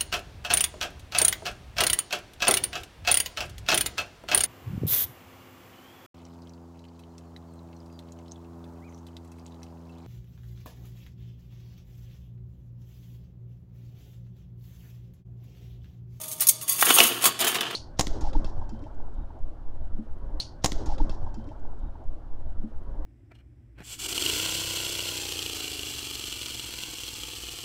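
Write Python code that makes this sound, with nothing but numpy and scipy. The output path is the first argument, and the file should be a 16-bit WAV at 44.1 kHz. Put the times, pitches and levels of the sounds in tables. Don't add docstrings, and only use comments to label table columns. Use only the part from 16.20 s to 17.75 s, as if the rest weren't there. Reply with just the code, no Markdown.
import sys
import numpy as np
from scipy import signal
from scipy.fft import rfft, irfft, next_fast_len
from scipy.io import wavfile

SR = 44100
rng = np.random.default_rng(int(sys.argv[2]) if len(sys.argv) > 2 else 0)


def wrap_up_sound(samples):
    columns = np.atleast_2d(samples).T
    tamed = np.clip(columns, -1, 1)
    steps = np.round(tamed * 32767).astype(np.int16)
    wavfile.write(sys.argv[1], SR, steps)


N = 68355
T = np.arange(N) / SR
TAIL = T[:N // 3]

# f/Hz, level/dB
AIR_SPECTRUM = [(25, 5), (50, -11.5), (80, -1), (120, 9), (200, 0.5), (500, -6), (1200, -15.5), (2000, -20),
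                (5000, -14), (16000, -34)]
# f/Hz, level/dB
ROOM_SPECTRUM = [(100, 9), (1000, -0.5), (4000, 0.5), (9000, -7), (16000, -20)]
# f/Hz, initial level/dB, t60/s
HELD_MODES = [(623, -54, 4.8), (644, -58.5, 5.9), (918, -58, 4.9), (1264, -63, 3.9), (1198, -60, 13)]
# f/Hz, level/dB
TILT_SPECTRUM = [(300, 0), (8500, 2)]
# f/Hz, level/dB, t60/s
TRAY_MODES = [(230.8, -9.5, 0.25), (355.5, -8, 0.24), (463.6, -7.5, .13), (688.4, 1, 0.11),
              (1103, -0.5, 0.12), (1226.4, 5, 0.071), (1678, -13, 0.13), (2870, -2.5, 0.13),
              (3008, 4.5, 0.12), (3463, -6, 0.069), (3650, 3.5, 0.04), (4400, -12, .1)]
# f/Hz, level/dB, t60/s
DIVIDER_MODES = [(808, -4.5, 0.023), (872, 0.5, 0.024), (1110, 0, 0.025), (1390, -1, 0.023),
                 (1620, -1, 0.024), (1884, -3.5, 0.044), (2900, -6.5, 0.041)]
# f/Hz, level/dB
THUD_SPECTRUM = [(40, -36), (100, 1), (180, -5.5), (380, 3), (540, -3), (850, 0), (1250, 3), (2100, -3.5),
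                 (3000, 6), (4300, -7), (7000, -12), (16000, -27)]
# f/Hz, level/dB, t60/s
FORK_MODES = [(1108, -16, 0.26), (2020, -15, 0.16), (3454, -9, 0.27), (4600, -13, 0.37), (6580, 0, 0.13),
              (7330, -12, 0.15), (9030, 8.5, 0.07), (10470, 4, 0.075), (11000, -8.5, 0.18),
              (11440, 6, 0.063), (12700, -2.5, 0.15), (14050, 6.5, 0.059), (14100, 1.5, 0.12),
              (15800, 7.5, 0.07)]
# f/Hz, level/dB
CLASH_SPECTRUM = [(200, -16), (900, -16.5), (1600, -12.5), (2500, -5), (5000, -4.5), (8000, -0.5),
                  (10000, 1.5), (13000, -5.5), (15000, -0.5), (17000, -28)]
# t/s, steel-on-steel level/dB, steel-on-tray level/dB
SLIDE_LEVELS = [(0, -38.5, -67), (.40, -57, -76), (.47, -45.5, -53), (.52, -34, -48.5), (.64, -30, -36.5),
                (0.678, -23, -21), (.76, -22.5, -37), (.84, -20.5, -25), (0.869, -24, -32.5),
                (.895, -34.5, -30.5), (1.001, -41.5, -38), (1.068, -27, -26.5), (1.12, -53, -43),
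                (1.185, -56, -46), (1.209, -42, -29), (1.29, -30, -31.5), (1.385, -47.5, -33.5),
                (1.425, -63, -32.5), (1.55, -61, -39)]
# t/s, level/dB, chatter/s, tilt/(dB/oct), low cut f/Hz
TRAY_HITS = [(.669, -12, 0.045, 3, 198), (.699, -18.5, 0.0027, -1.5, 196), (.7055, -8, 0.0024, -0.5, 178),
             (.765, -12.5, 0.015, -0.5, 298), (.786, -14.5, 0.012, -3, 336), (.8025, -1.5, 0.00067, 1, 280),
             (.813, -13, 0.012, -0.5, 303), (.909, -26.5, 0.0071, -7, 256),
             (1.0555, -13.5, 0.011, -2.5, 171), (1.199, -15.5, 0.036, 0, 152),
             (1.268, -14, 0.016, 0.5, 138), (1.354, -17.5, .01, -2.5, 183), (1.386, -23.5, 0.0076, -4, 204),
             (1.4085, -18.5, 0.0029, 3.5, 493), (1.467, -27, 0.0035, 0, 204), (1.483, -34, 0.001, 2, 148),
             (1.542, -26.5, 0.0076, -6, 102)]
# t/s, level/dB, chatter/s, tilt/(dB/oct), low cut f/Hz
DIVIDER_HITS = [(.6255, -8.5, 0.00091, 0, 250)]
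# t/s, level/dB, chatter/s, tilt/(dB/oct), free ring level/dB
FORK_HITS = [(.0144, -28.5, 0.00073, 3, -9), (.0338, -31.5, .007, -3.5, 4), (.0458, -39, 0.0024, -4, -12),
             (.0807, -25.5, 0.0084, 3, 6), (.1146, -21.5, 0.017, 3.5, -3), (.1984, -27, 0.0016, -3, -10),
             (.2058, -11, 0.0044, 1, 4), (.2125, -12.5, 0.019, -2, -2), (.2693, -8, 0.0011, 1.5, 10),
             (.2867, -3, 0.0042, 7.5, 2), (.2915, -8.5, 0.0034, 4, -9), (.412, -27.5, 0.0072, -1.5, -6),
             (.423, -24, 0.007, -3, 10), (.479, -14, 0.034, 0, -2), (.4935, -10, 0.0025, -2, 21),
             (.5205, -15, 0.0068, 4, 5), (.5621, -22, 0.017, 2, 18), (.589, -19.5, 0.0086, -6, 8),
             (.597, -22, 0.02, 3, 0), (.6095, -9.5, 0.01, -2.5, 5), (.623, -12, 0.0056, 15, 8),
             (.652, -11, 0.01, 10, 3), (.7013, -12, 0.0053, -6.5, 4), (.7375, -7, 0.014, -1, 34),
             (.7500, -10, .014, 5, 5), (.7851, -5, 0.0014, -6, -3.5), (.8025, -27, .003, -3, 8),
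             (.833, -13, 0.015, -7.5, 6), (1.0116, -33, 0.0017, 0, -13), (1.0221, -17.5, 0.0099, -3, -3),
             (1.0405, -8, 0.0054, -5, 5), (1.0545, -7, 0.0016, -4.5, 3), (1.061, -9, 0.012, 0.5, -7),
             (1.191, -20.5, 0.0072, -5, -6), (1.2032, -14, 0.019, 1, -25), (1.2445, -16.5, 0.0032, -3, -18),
             (1.2715, -14, 0.01, -0.5, -9), (1.3453, -17, 0.015, -7, -8), (1.4077, -23.5, 0.0011, -6.5, 0),
             (1.509, -28.5, 0.0027, -9.5, -12)]

SLIDE_T_S, SLIDE_STEEL_DB, SLIDE_TRAY_DB = np.array(SLIDE_LEVELS).T
CHATTER_PER_S, CHATTER_GAIN, SLIDE_PER_S, SCATTER_DB = 900, 0.45, 700, 4
THUD_T60_S, CLASH_T60_S = 0.024, 0.052


def undb(db):
    return 10 ** (np.asarray(db) / 20)


def unit(x):
    return x / np.sqrt(np.sum(x ** 2) + 1e-18)


def fade(t60_s, t=TAIL):
    return np.exp(-np.log(1000) * t / max(t60_s, 1e-3))


def low_cut(x, hz):
    return signal.sosfilt(signal.butter(3, hz, "high", fs=SR, output="sos"), x)


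def colour(x, spectrum, tilt_db_oct=0):
    size = 2 * next_fast_len(len(x))
    hz, db = np.array(spectrum, float).T
    bins_hz = np.arange(size // 2 + 1) * SR / size
    curve_db = np.interp(np.log2(bins_hz + 1), np.log2(hz), db + tilt_db_oct * np.log2(hz / hz[-1]))
    cepstrum = irfft(np.log(undb(curve_db)))[:size // 2]
    cepstrum[1:] *= 2
    return irfft(rfft(x, size) * np.exp(rfft(cepstrum, size)))[:len(x)]


def mode_bank(modes, spread=0, count=1):
    jitter = rng.uniform(-0.22, 0.24, (len(modes), count))
    detune = (np.arange(count) - (count - 1) / 2 + jitter) * 2 / count
    return np.array([undb(db) * fade(t60_s) * np.sin(2 * np.pi * hz * (1 + spread * d) * TAIL)
                     for (hz, db, t60_s), row in zip(modes, detune) for d in row])


def contacts(per_s, size):
    impulses = (rng.random(size) < per_s / SR) * rng.choice([-1, 1], size)
    return impulses * undb(SCATTER_DB * np.clip(rng.standard_normal(size), -2, 2))


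def strike(bank, spectrum, crack_t60_s, ring_db, crack_db):
    weights = rng.choice([-1, 1], len(bank)) * rng.uniform(0.8, 1, len(bank))
    crack = colour(rng.standard_normal(len(TAIL)) * fade(crack_t60_s), spectrum)
    return undb(ring_db) * unit(weights @ bank) + undb(crack_db) * unit(crack)


def blows(hits, body):
    out = np.zeros(N)
    for start_s, db, chatter_s, tilt_db_oct, setting in hits:
        force = CHATTER_GAIN * contacts(CHATTER_PER_S, len(TAIL)) * np.exp(-(TAIL / chatter_s) ** 2 / 2)
        force[0] = 1
        response = signal.fftconvolve(force, body(setting))[:len(TAIL)]
        blow = undb(db) * unit(colour(response, TILT_SPECTRUM, tilt_db_oct))
        i = int(start_s * SR)
        out[i:i + len(blow)] += blow[:N - i]
    return out


def slide(levels_db, body, setting, points=6):
    gain = undb(np.interp(T, SLIDE_T_S, levels_db))
    out = np.zeros(N)
    for _ in range(points):
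        catches = unit(contacts(SLIDE_PER_S / points, N)) * np.sqrt(N / points)
        out += signal.fftconvolve(catches * gain, unit(body(setting)))[:N]
    return out


def background(air_db=-51.5, hum_db=-56.5, hum_hz=120.3):
    air = unit(colour(rng.standard_normal(N), AIR_SPECTRUM)) * np.sqrt(N)
    hum = np.sqrt(2) * np.sin(2 * np.pi * hum_hz * T)
    return undb(air_db) * air + undb(hum_db) * hum


def kitchen_echo(direct, gain_db=-16, t60_s=0.56, delay_s=0.0022):
    reflections = rng.standard_normal(len(TAIL)) * fade(t60_s) * (TAIL > delay_s)
    response = unit(colour(reflections, ROOM_SPECTRUM))
    return undb(gain_db) * signal.fftconvolve(direct, response)[:N]


def held_forks():
    return sum(undb(db) * np.sqrt(2) * fade(t60_s, T) * np.sin(2 * np.pi * (hz * T + rng.random()))
               for hz, db, t60_s in HELD_MODES)


def divider(clack_db=19.5):
    bank = mode_bank(DIVIDER_MODES)

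    def body(cut_hz):
        return low_cut(strike(bank, THUD_SPECTRUM, THUD_T60_S, ring_db=0, crack_db=-7), cut_hz)

    return undb(clack_db) * blows(DIVIDER_HITS, body)


def tray(knock_db=19, slide_cut_hz=162):
    bank = mode_bank(TRAY_MODES)

    def body(cut_hz):
        return low_cut(strike(bank, THUD_SPECTRUM, THUD_T60_S, ring_db=-5, crack_db=0.5), cut_hz)

    return undb(knock_db) * blows(TRAY_HITS, body) + slide(SLIDE_TRAY_DB, body, slide_cut_hz)


def forks(clink_db=19.5, slide_ring_db=4, cut_hz=680):
    bank = mode_bank(FORK_MODES, spread=0.01705, count=7)

    def body(ring_db):
        return low_cut(strike(bank, CLASH_SPECTRUM, CLASH_T60_S, ring_db, crack_db=1.5), cut_hz)

    return undb(clink_db) * blows(FORK_HITS, body) + slide(SLIDE_STEEL_DB, body, slide_ring_db)


def scene():
    direct = divider() + tray() + forks()
    return (background() + kitchen_echo(direct) + held_forks() + direct)[None]


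def record(dry, clip_level=0.77, bass_hz=45, top_hz=15650):
    clipped = np.clip(dry, -clip_level, clip_level)
    lowpass = signal.ellip(12, .1, 85, top_hz, fs=SR, output="sos")
    return signal.sosfilt(lowpass, low_cut(clipped, bass_hz))


dry = scene()
out = record(dry)
wrap_up_sound(out)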